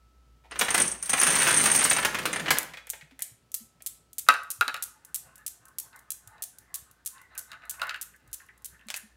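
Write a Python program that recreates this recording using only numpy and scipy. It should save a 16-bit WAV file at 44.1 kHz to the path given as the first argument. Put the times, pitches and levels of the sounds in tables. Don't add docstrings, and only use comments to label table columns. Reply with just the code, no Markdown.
import sys
import numpy as np
from scipy import signal
from scipy.fft import rfft, irfft
from scipy.io import wavfile
from scipy.ndimage import uniform_filter1d, map_coordinates

SR = 44100
rng = np.random.default_rng(int(sys.argv[2]) if len(sys.argv) > 2 else 0)


def unload_audio(sound):
    columns = np.transpose(np.atleast_2d(sound))
    steps = np.round(np.clip(columns, -1, 1) * 32767)
    wavfile.write(sys.argv[1], SR, steps.astype(np.int16))


def gain_from_db(level_db):
    decades = np.asarray(level_db, float) / 20
    return 10 ** decades


N = 403956
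TIME_S = np.arange(N) / SR


def unit(x):
    return x / np.sqrt(np.mean(x ** 2) + 1e-20)


def along(points, hz):
    f, v = np.transpose(points)
    return np.interp(np.log(hz + 1), np.log(f + 1), v)


def curves(rows):
    s, *cols = np.transpose(rows)
    return [np.interp(TIME_S, s, c, -120, -120) for c in cols]


def wobble(rate_hz):
    coarse = np.arange(0, N + 64, 64)
    knots = rng.standard_normal(int(N * rate_hz / SR) + 4)
    return np.interp(np.arange(N), coarse, map_coordinates(knots, [coarse * rate_hz / SR]))


def filtered(x, response):
    impulse = irfft(response(np.fft.rfftfreq(16384, 1 / SR)))[:8192]
    return signal.oaconvolve(x, impulse / np.linalg.norm(impulse))[:N]


def coloured(x, spectrum):
    def response(hz):
        ceps = irfft(np.log(gain_from_db(along(spectrum, hz)) + 1e-6))
        ceps[1:len(hz) - 1] *= 2
        ceps[len(hz):] = 0
        return np.exp(rfft(ceps))
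    return filtered(x, response)


def resonant(x, modes):
    def response(f):
        total = 0
        for k, (hz, width, db) in enumerate(modes):
            total = total + (-1) ** k * gain_from_db(db) * 1j * f * width / (hz * hz - f * f + 1j * f * width)
        return total
    return filtered(x, response)


def placed(seconds, shapes):
    at = np.round(np.asarray(seconds) * SR).astype(int)[:, None] + np.arange(shapes.shape[1])
    return np.bincount(at.ravel(), shapes.ravel(), N + SR)[:N]


def envelope(t, t60_s, rise_s):
    return gain_from_db(-60 * t / t60_s) * (1 - np.exp(-t / rise_s))


def blows(seconds, db, t60_s, push=0., rise_s=.0001):
    t = np.arange(2048) / SR
    chatter = rng.standard_normal((len(seconds), len(t))) * envelope(t, t60_s, rise_s)
    chatter /= np.linalg.norm(chatter, axis=1, keepdims=True)
    chatter[:, 0] = push
    return placed(seconds, gain_from_db(db)[:, None] * chatter)


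def crackle(rate_hz, smooth):
    touch = rng.random(N) < rate_hz / SR
    return unit(unit(touch * rng.standard_normal(N)) + smooth * rng.standard_normal(N))


# t/s, whine level/dB, hum level/dB
COMPRESSOR = [(0, -69, -61), (.5, -73, -56), (2.5, -68.5, -57.5), (3.3, -82, -75), (3.6, -72.5, -71.5),
              (4.25, -76.5, -67), (4.8, -86, -72), (9.16, -103, -65)]
# f/Hz, density/dB
AIR_COLOUR = [(25, 8), (100, 4), (250, 9.5), (600, 3), (1300, -1.5), (2500, -3.5), (5000, -6),
              (10000, -11.5), (15900, -16.5)]


def freezer():
    whine_db, hum_db = curves(COMPRESSOR)
    turn = 2 * np.pi * TIME_S
    whine = np.sin(1308 * turn) * (1 + .3 * np.cos(59.4 * turn))
    hum = np.sin(59.4 * turn + 1.2 * wobble(9)) * gain_from_db(3.5 * wobble(16))
    air = coloured(rng.standard_normal(N), AIR_COLOUR)
    return gain_from_db(whine_db) * whine + gain_from_db(hum_db + 0.5) * hum + gain_from_db(-71.0) * air


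# t/s, peak level/dB, floor f/Hz
STEPS = [(3.025, -54, 149), (3.118, -55.5, 264), (3.312, -56, 115), (3.607, -51.5, 226),
         (4.283, -44.5, 273.5), (4.587, -51, 104), (4.671, -54, 277.3), (6.265, -53.5, 105),
         (7.502, -63, 109), (8.274, -58, 108), (8.86, -52, 219), (9.033, -53.5, 214)]


def feet():
    s, db, hz = np.transpose(STEPS)
    t = np.arange(8192) / SR
    thump = np.sin(2 * np.pi * hz[:, None] * t) * envelope(t, 0.11, 0.0085)
    floor = resonant(rng.standard_normal(N), [(105, 56, 0.5), (179, 15, -5.5)])
    murmur = gain_from_db(-72.5 + 3.9 * wobble(30)) * floor
    return placed(s, gain_from_db(db + 10.5)[:, None] * thump) + murmur


# t/s, peak level/dB, hollow level/dB
FINGERTIP = [(.4386, -58, -4), (.446, -55, -4), (.455, -55, -3), (.464, -58, -3)]
# t/s, peak level/dB, hollow level/dB
TAPS = [ (2.7366, -30, -16), (2.772, -30, -23), (2.7872, -54, -16), (2.8718, -38.5, -17),
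        (2.9339, -32.5, -10), (3.011, -38.5, -42), (3.1107, -46, -15.5), (3.1921, -38, -16.5),
        (3.216, -39, -25), (3.805, -48.5, -13.5)]
# f/Hz, width/Hz, level/dB
HOLLOW_WALLS = [(1523, 780, 3), (2100, 1000, 8), (2510, 97, 10.5), (3220, 470, -6.5)]
# f/Hz, width/Hz, level/dB
HOLLOW_AIR = [(547, 130, -10), (930, 150, -11.5)]


def nudges():
    s, db, hollow_db = np.transpose(FINGERTIP + TAPS)
    walls = resonant(blows(s, db + 16, 0.078, push=0.46), HOLLOW_WALLS)
    return walls + resonant(blows(s, db + hollow_db + 23.5, 0.051, push=0.23), HOLLOW_AIR)


# t/s, peak level/dB, ring f/Hz
TILE_BLOWS = [(0.5147, -42, 9500), (0.5572, -49, 9420), (0.5899, -13, 9570), (0.6473, -23, 8440),
              (0.6854, -29, 8500), (0.704, -11.5, 8760), (0.7426, -10.5, 8760), (0.7771, -12, 8460),
              (0.8001, -8.5, 9000), (0.8165, -6.5, 8250), (0.8515, -21, 8800), (0.877, -15, 8650),
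              (0.909, -28, 8300), (0.9154, -17, 8430), (1.0264, -34.5, 9230), (1.026, -18.5, 9500),
              (1.0476, -31.5, 9330), (1.0578, -22.5, 8320), (1.095, -12, 9400), (1.1015, -13, 8330),
              (1.1316, -10, 8700), (1.1713, -18.5, 8400), (1.19, -16.5, 8620), (1.1988, -7, 9770),
              (1.2139, -10, 8650), (1.2326, -6, 9840), (1.2565, -22, 9320), (1.2696, -8.5, 9940),
              (1.303, -9, 9250), (1.3529, -11.5, 8300), (1.3888, -15, 9140), (1.3888, -18.5, 9140),
              (1.3993, -15, 8170), (1.429, -13, 9440), (1.465, -23.5, 9000), (1.4893, -32.5, 9330),
              (1.508, -13.5, 8060), (1.54, -10.5, 9400), (1.5707, -5.5, 8550), (1.611, -13.5, 8400),
              (1.638, -15.5, 8100), (1.6565, -8, 8500), (1.7151, -10, 8900), (1.749, -15, 9340),
              (1.7607, -6, 8590), (1.775, -13.5, 8440), (1.7878, -10, 8410), (1.8083, -12.5, 8300),
              (1.84, -6.5, 8200), (1.8982, -7.5, 8560), (1.9296, -9.5, 8630), (1.965, -12, 8700),
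              (1.9994, -19.5, 8750), (2.0266, -25, 8590)]
# t/s, peak level/dB, ring f/Hz
THICK_BRICK = [(2.329, -19.5, 7450), (2.397, -29, 6900)]
# t/s, peak level/dB, edge level/dB, ring level/dB
SLOW_BRICKS = [(0.5112, -32, -37.5, -5), (0.519, -27.5, -41, -30.5), (2.029, -32.5, -6.5, -20),
               (2.049, -8.5, -14, -13), (2.146, -15, -18.5, -19.5), (2.187, -17.5, -19.5, -10.5),
               (2.228, -33, -15.5, -21.5), (2.255, -12.5, -15, -10), (2.33, -17, -22, -12),
               (2.36, -17.5, -30, -4), (2.397, -20, -26.5, -11), (2.46, -18.5, -40, -26),
               (2.482, -14, -32, -35.5), (2.506, -5.5, -12, -30.5), (2.571, -18.5, -20.5, -37)]
# t/s, commotion level/dB, hardness/dB
COMMOTION = [(0.5, -64.5, -18.5), (0.66, -46.5, -5), (0.81, -29.5, 4), (1.01, -57.5, 13),
             (1.26, -28.5, 9.5), (1.79, -28, 11), (2.1, -42.5, -10.5), (2.49, -43, -28),
             (2.75, -63.5, -17.5)]
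# f/Hz, width/Hz, level/dB
TILE_MODES = [(6210, 910, -5.5), (8560, 320, 0.5), (9440, 620, -2)]
BRICK_HZ = 9500
REBOUND_S, REBOUND_DB = 0.004, -9


def tiles():
    bricks = [(s, db + ring_db, BRICK_HZ) for s, db, _, ring_db in SLOW_BRICKS]
    s, db, hz = np.transpose(TILE_BLOWS + THICK_BRICK + bricks)
    luck = rng.standard_normal((len(s), 3))
    s = np.append(s, s + REBOUND_S * np.exp(0.59 * luck[:, 0]))
    db = np.append(db, db + REBOUND_DB + 3 * luck[:, 1])
    hz = np.append(hz, hz * (1 + 0.068 * luck[:, 2]))[:, None]
    t = np.arange(2048) / SR
    pair = np.sin(2 * np.pi * hz * t) + .6 * np.sin(2 * np.pi * (hz - 170) * t)
    ring = placed(s, gain_from_db(db - 7.5)[:, None] * pair * envelope(t, 0.039, 0.0011))
    settling = gain_from_db(sum(curves(COMMOTION)) - 19 + 2.5 * wobble(60)) * crackle(900, 0.4)
    around = blows(s, db + 5, 0.045) + settling
    return ring + resonant(resonant(around, TILE_MODES), TILE_MODES)


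# t/s, peak level/dB, edge level/dB
LID_SLAPS = [(0.52, -31, -43.5), (0.558, -24.5, -30), (0.594, -18.5, -7.5), (0.612, -7, -16),
             (0.684, -14.5, -23.5), (0.706, -17.5, -17.5), (0.746, -9.5, -14.5), (0.78, -13.5, -13),
             (0.806, -17, -23), (0.875, -35, -18.5), (0.919, -38.5, -21), (0.943, -37, -20),
             (0.999, -44, -35), (1.018, -48.5, -7), (1.028, -33.5, -7.5), (1.046, -37.5, -15.5),
             (1.058, -38.5, -1), (1.094, -20.5, -9.5), (1.133, -10, -21), (1.179, -16.5, -13),
             (1.214, -14, -9.5), (1.228, -12, -18), (1.268, -13.5, -13.5), (1.307, -18.5, -13.5),
             (1.321, -20, -16.5), (1.361, -14, -20), (1.387, -16, -20.5), (1.403, -16.5, -19.5),
             (1.419, -16, -15), (1.457, -26, -18.5), (1.474, -12, -12), (1.509, -14.5, -26.5),
             (1.542, -21, -22), (1.569, -21, -19), (1.597, -18, -23.5), (1.639, -15.5, -15.5),
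             (1.659, -11, -15), (1.716, -18.5, -21), (1.726, -27, -21), (1.75, -16, -8),
             (1.811, -20, -21.5), (1.828, -17.5, -10.5), (1.851, -13, -9.5), (1.912, -9.5, -13),
             (1.965, -14.5, -23), (1.985, -13.5, -17.5), (2.028, -17.5, -20)]
# f/Hz, density/dB
LID_COLOUR = [(100, -12), (180, -21), (400, -5.5), (800, -1.5), (1800, 3.5), (3000, -1), (4800, -11),
              (7000, -15.5), (11000, -34.5), (16000, -43.5)]
# f/Hz, density/dB
BOOM_COLOUR = [(40, -43), (125, -8.5), (180, -5), (300, -9), (600, -12.5), (1500, -52)]
# f/Hz, density/dB
EDGE_COLOUR = [(1500, -34.5), (4000, 3), (7000, 3), (11000, 0.5), (15900, -3.5)]
BOOM_DB, BOOM_SOFTER = -9, 0.36


def lid():
    s, db, edge_db = np.transpose(LID_SLAPS + [row[:-1] for row in SLOW_BRICKS])
    commotion_db, hard_db = curves(COMMOTION)
    clatter = blows(s, db + 13.5, 0.045, push=0.24, rise_s=0.0086)
    clatter += blows(s, db + 7, 0.015, push=0.41)
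    clatter += gain_from_db(commotion_db - 3 + 3.3 * wobble(40)) * crackle(500, 1.0)
    boom_db = commotion_db + BOOM_DB - BOOM_SOFTER * hard_db + 2.1 * wobble(15)
    boom = blows(s, db - 0.5, 0.14) + gain_from_db(boom_db) * rng.standard_normal(N)
    edge = blows(s, db + edge_db + 24, 0.076, push=0.4)
    edge += gain_from_db(commotion_db - 9.0 + 3.7 * wobble(38)) * crackle(770, 0.3)
    return coloured(clatter, LID_COLOUR) + coloured(boom, BOOM_COLOUR) + coloured(edge, EDGE_COLOUR)


# t/s, peak level/dB, middle gap closes/ms, far gap closes/ms
LANDINGS = [(2.5857, -5, 1, 3), (2.9013, -12, 2.6, 7.6), (3.222, -14, 1.3, 4), (3.5427, -13, 1.5, 6.1),
            (3.8632, -15, 5.3, 9.2), (4.1834, -15, 4.3, 10.6), (4.5041, -16, 7.7, 12.1),
            (4.8249, -15, 4.1, 12.3), (5.1454, -14, 6.1, 13.5), (5.4645, -17, 3.3, 14.8),
            (5.7852, -17, .9, 14.5), (6.1046, -17, 1.2, 14.6), (6.4232, -18, 4.1, 15),
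            (6.7425, -17.5, 7.5, 14.2), (7.0608, -17.5, 5.2, 13.7), (7.3785, -19.5, 3.4, 13.7),
            (7.6963, -18.5, 5.3, 13.3), (8.0134, -20.5, 6.1, 13.4), (8.3305, -21.5, 7.9, 13.1),
            (8.6459, -24, 9.8, 13.7), (8.963, -23, 5, 10.8)]
# t/s, peak level/dB
STRAY_TOUCHES = [(2.6309, -21), (2.895, -30), (3.206, -32), (2.8701, -33), (3.1929, -28), (3.5181, -31),
                 (3.8223, -31), (4.1317, -32), (4.4334, -36), (5.0498, -32), (5.3571, -35), (5.3804, -39),
                 (5.6545, -38), (5.6838, -40), (5.9614, -37), (5.9918, -38), (6.2748, -32), (6.5856, -32),
                 (6.9131, -40), (7.0508, -40), (7.2162, -41), (7.3513, -42), (7.6539, -45), (7.8279, -36),
                 (7.962, -42), (8.1625, -46), (8.2769, -47), (8.464, -49), (8.315, -48), (8.5784, -47),
                 (8.6213, -48), (8.8695, -48)]
MIDDLE_DB, FAR_DB, GRAZE_DB = -3.5, -2.5, -10


def contacts():
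    s, db, middle_ms, far_ms = np.transpose(LANDINGS)
    after_db = db + np.interp(s, [2.6, 3.2, 9], [-16, -1, 2])
    graze_ms = far_ms * rng.random(len(s))
    stray_s, stray_db = np.transpose(STRAY_TOUCHES)
    seconds = [s, s + middle_ms / 1000, s + far_ms / 1000, s + graze_ms / 1000, stray_s]
    levels = [db, after_db + MIDDLE_DB, after_db + FAR_DB, after_db + GRAZE_DB, stray_db]
    return np.concatenate(seconds), np.concatenate(levels)


# f/Hz, density/dB
STEEL_COLOUR = [(500, -33), (2000, -16), (3500, -7.5), (5000, -6.5), (7000, 2.5), (9500, 4.5), (12500, 4),
                (15500, -2), (17000, -24.5)]


def cradle():
    s, db = contacts()
    direct = blows(s - .0001, db - 3, 0.0023, push=3.47)
    wall_db = db + np.interp(s, [2.6, 3.4, 5.1], [-10, -3, -1.5])
    wall = blows(s + .00285, wall_db - 2.5, .005, push=2.8) + blows(s + .0058, db - 14, .004, push=2)
    frame = blows(s, db - 0.5, 0.02, rise_s=0.0022)
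    return coloured(direct, STEEL_COLOUR), coloured(wall + frame, STEEL_COLOUR)


# t/s, peak level/dB, rim level/dB, tick level/dB, belly level/dB
KNOCKS = [(4.265, -44.5, -13, -16, 3), (4.277, -44, -24, -17.5, -0.5), (4.287, -6, -0.5, -9.5, 5),
          (4.309, -17.5, -11, -19.5, 2), (4.34, -21, -7.5, -16, 2.5), (4.61, -13, -3.5, -10.5, 3.5),
          (4.68, -16.5, -1, -14.5, -1), (4.743, -22.5, -2, -12, -1), (4.765, -37, 3, -7, 3),
          (4.774, -39, 1, -9, 0), (5.93, -52, 1.5, -17, -3), (6.381, -53, 2, -16, -3),
          (7.181, -51, 3.5, -16, -8), (7.354, -39.5, -22, -17, -2.5), (7.517, -33, 0.5, -13.5, -6),
          (7.531, -38, -8, -16, -3), (7.539, -40, -16, -29, -3), (7.621, -46, -12, -29, -5),
          (7.637, -44, -14, -29, -10), (7.741, -41, -15, -10.5, -1), (7.797, -32.5, -25, -18, -1.5),
          (7.817, -24, 3.5, -13, 7), (7.829, -34.5, -22, -15, 0.5), (7.838, -31, -25, -14.5, 1),
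          (7.87, -38, -3, -5, -7), (7.894, -23, 2.5, -19, -9), (7.908, -26.5, -24, -25.5, -3),
          (7.944, -24.5, -10, -25, -10), (7.961, -32, -16, -28, -16.5), (8.138, -47, -7, -23.5, -14),
          (8.399, -43, -6.5, -23.5, -17.5), (8.487, -40.5, -9, -24, -15), (8.742, -48.5, -15.5, -26, -16),
          (8.794, -52.5, 4, -14, -13), (8.812, -51.5, 5, -17, -17), (8.821, -62, 2, -21, -17),
          (8.942, -43, 21, -22, -10)]
# f/Hz, width/Hz, level/dB
FUNNEL_MODES = [(1580, 190, -3), (1720, 200, 0), (1900, 260, -5), (2650, 280, -4)]
# f/Hz, width/Hz, level/dB
BELLY_MODES = [(560, 200, -16), (860, 200, -14), (1240, 190, -1), (1440, 190, 0)]
# f/Hz, width/Hz, level/dB
TRACK_MODES = [(1694, 500, 6.5), (2730, 270, -7)]
# f/Hz, width/Hz, level/dB
RIM_MODES = [(2680, 330, -2), (4100, 900, -3), (5500, 900, -9), (6700, 900, -10)]
# delay/s, level/dB
CORNER_RETURNS = [(.007, -7), (.0148, -7)]
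TRACK_FROM_S, RIM_HZ, TRACK_HZ = 8.1, 3820, 2700
RIM_BACK_DB = -7


def marble():
    s, db, rim_db, tick_db, belly_db = np.transpose(KNOCKS)
    out = s > TRACK_FROM_S
    inside = ~out
    bowl = resonant(blows(s[inside], db[inside] + 10.5, 0.052, push=1.0), FUNNEL_MODES)
    bowl += resonant(blows(s, db + belly_db + 13.5, 0.063, push=0.48), BELLY_MODES)
    chute = blows(s[out], db[out] + 4.5, 0.048, rise_s=0.0032)
    bowl += resonant(resonant(chute, TRACK_MODES), TRACK_MODES)
    rim_hz = np.where(out, TRACK_HZ, RIM_HZ) * (1 + .012 * rng.standard_normal(len(s)))
    t = np.arange(1024) / SR
    turn = 2 * np.pi * rim_hz[:, None] * t
    pair = np.sin(turn) + .5 * np.sin(1.12 * turn)
    rim = placed(s, gain_from_db(db + rim_db)[:, None] * pair * envelope(t, 0.011, .0003))
    rim += resonant(blows(s[inside], (db + rim_db)[inside] + 8, 0.02, push=0.5), RIM_MODES)
    tick = coloured(blows(s, db + tick_db + 16.5, 0.015, push=0.84), STEEL_COLOUR)
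    returned = bowl + gain_from_db(RIM_BACK_DB) * rim
    corner = sum(gain_from_db(back_db) * np.roll(returned, round(delay * SR)) for delay, back_db in CORNER_RETURNS)
    return bowl + rim + tick + corner


# t/s, level/dB, best driven f/Hz
PASSES = [(4.8, -58.5, 1510), (4.95, -67, 1500), (5.1, -69.5, 1500), (5.28, -63, 1100), (5.391, -63, 1500),
          (5.682, -63, 1200), (5.85, -70, 900), (5.976, -58.5, 1400), (6.1, -77, 1310), (6.3, -67, 1318),
          (6.388, -56, 1300), (6.62, -70, 1395), (6.76, -61, 1300), (6.9, -76, 1510), (7.199, -54, 1600),
          (7.372, -53, 1510), (7.53, -51, 1634), (7.65, -54, 1700), (7.76, -57, 1700), (7.85, -40.5, 1480),
          (7.948, -48.5, 1900), (8.2, -90, 1710), (8.3, -72, 1600), (8.42, -70, 1710), (8.6, -74.5, 1600),
          (8.74, -70.5, 1690), (8.81, -71.5, 1500), (8.96, -53, 2000)]
BEHIND_DB, ROLLS_FROM_S, PASS_S = -72.5, 4.78, 0.047


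def lap_level():
    t = np.arange(0, N, 64) / SR
    level = gain_from_db(BEHIND_DB) + sum(gain_from_db(db) * np.exp(-((t - s) / PASS_S) ** 2) for s, db, _ in PASSES)
    return np.interp(TIME_S, t, (t > ROLLS_FROM_S) * level)


# f/Hz, width/Hz, level/dB
ROLLED_MODES = [(520, 80, -4), (700, 90, -3), (870, 70, -4), (1080, 90, -4), (1250, 90, -2), (1510, 110, 0),
                (1740, 120, -1), (1990, 130, -4), (2650, 250, -9), (3850, 350, -6)]
NARROW_DB = 6.5


def rolling():
    grit = crackle(1500, 1.54)
    s, _, best_hz = np.transpose(PASSES)
    best_octave = np.interp(TIME_S, s, np.log2(best_hz))
    hums = np.zeros(N)
    for hz, width, db in ROLLED_MODES:
        band = [hz - width * 0.5, hz + width * 0.7]
        mode = unit(signal.sosfilt(signal.butter(2, band, "band", fs=SR, output="sos"), grit))
        off_db = NARROW_DB * (np.log2(hz) - best_octave) ** 2
        hums += gain_from_db(db + 4 * wobble(12) - off_db) * mode
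    hums /= np.sqrt(np.abs(uniform_filter1d(hums ** 2, size=4000)))
    return lap_level() * gain_from_db(2.1 * wobble(35)) * hums


# t/s, peak level/dB
JOINT_CRACKS = [(8.886, -29.5), (8.903, -21.5), (8.942, -22), (8.952, -33.5)]
# f/Hz, density/dB
CRACK_COLOUR = [(300, -33), (600, -5.5), (1200, -8), (2500, -1), (5000, -5.5), (8000, -4.5), (15500, -20)]


def joint():
    s, db = np.transpose(JOINT_CRACKS)
    crack = blows(s, db + 7.5, 0.0097, push=1.5)
    return coloured(crack + blows(s, db + 10, .07, rise_s=0.0016), CRACK_COLOUR)


# f/Hz, T60/s
WALL_T60 = [(150, 0.4), (1000, 0.48), (3000, 0.37), (8000, 0.33), (15800, 0.2)]


def room(x, gap_ms):
    step, wet = SR // 5, np.zeros(N + 2 * SR)
    for start in range(0, N, step):
        hz, t, z = signal.stft(rng.standard_normal(SR // 2), SR, nperseg=256)
        decay = gain_from_db(-60 * t / along(WALL_T60, hz)[:, None])
        tail = signal.istft(z * decay, SR, nperseg=256)[1]
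        tail_ms = np.arange(len(tail)) / SR * 1000
        tail *= 1 - np.exp(-(tail_ms / gap_ms) ** 2)
        answer = signal.fftconvolve(x[start:start + step], tail / np.linalg.norm(tail))
        wet[start:start + len(answer)] += answer
    return wet[:N]


TOP_HZ = 16100


def scene():
    steady = freezer() + feet()
    slap, clink = nudges() + lid(), tiles()
    clack, echoes = cradle()
    knock, roll = marble() + joint(), rolling()
    clack_send_db = np.interp(TIME_S, [2.6, 3.3], [-11, -6])
    send = gain_from_db(-9.5) * clink + gain_from_db(-6.5) * slap + gain_from_db(clack_send_db) * clack
    send += gain_from_db(-13.0) * knock + gain_from_db(-10.0) * roll
    lasting = rfft(clink + slap + room(send, gap_ms=4.2) + roll + steady)
    lowpass = np.clip((TOP_HZ - np.fft.rfftfreq(N, 1 / SR)) / 400, 0, 1)
    return (clack + echoes + knock + irfft(lasting * lowpass, N))[None]


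def top_cut(x):
    return signal.sosfilt(signal.butter(12, 16990, fs=SR, output="sos"), x)


def record(dry):
    thin = signal.sosfilt(signal.butter(2, 45, "high", fs=SR, output="sos"), dry)
    soft = thin / (1 + np.abs(thin / .95) ** 6) ** (1 / 6)
    return top_cut(soft)


dry = scene()
out = record(dry)
unload_audio(out)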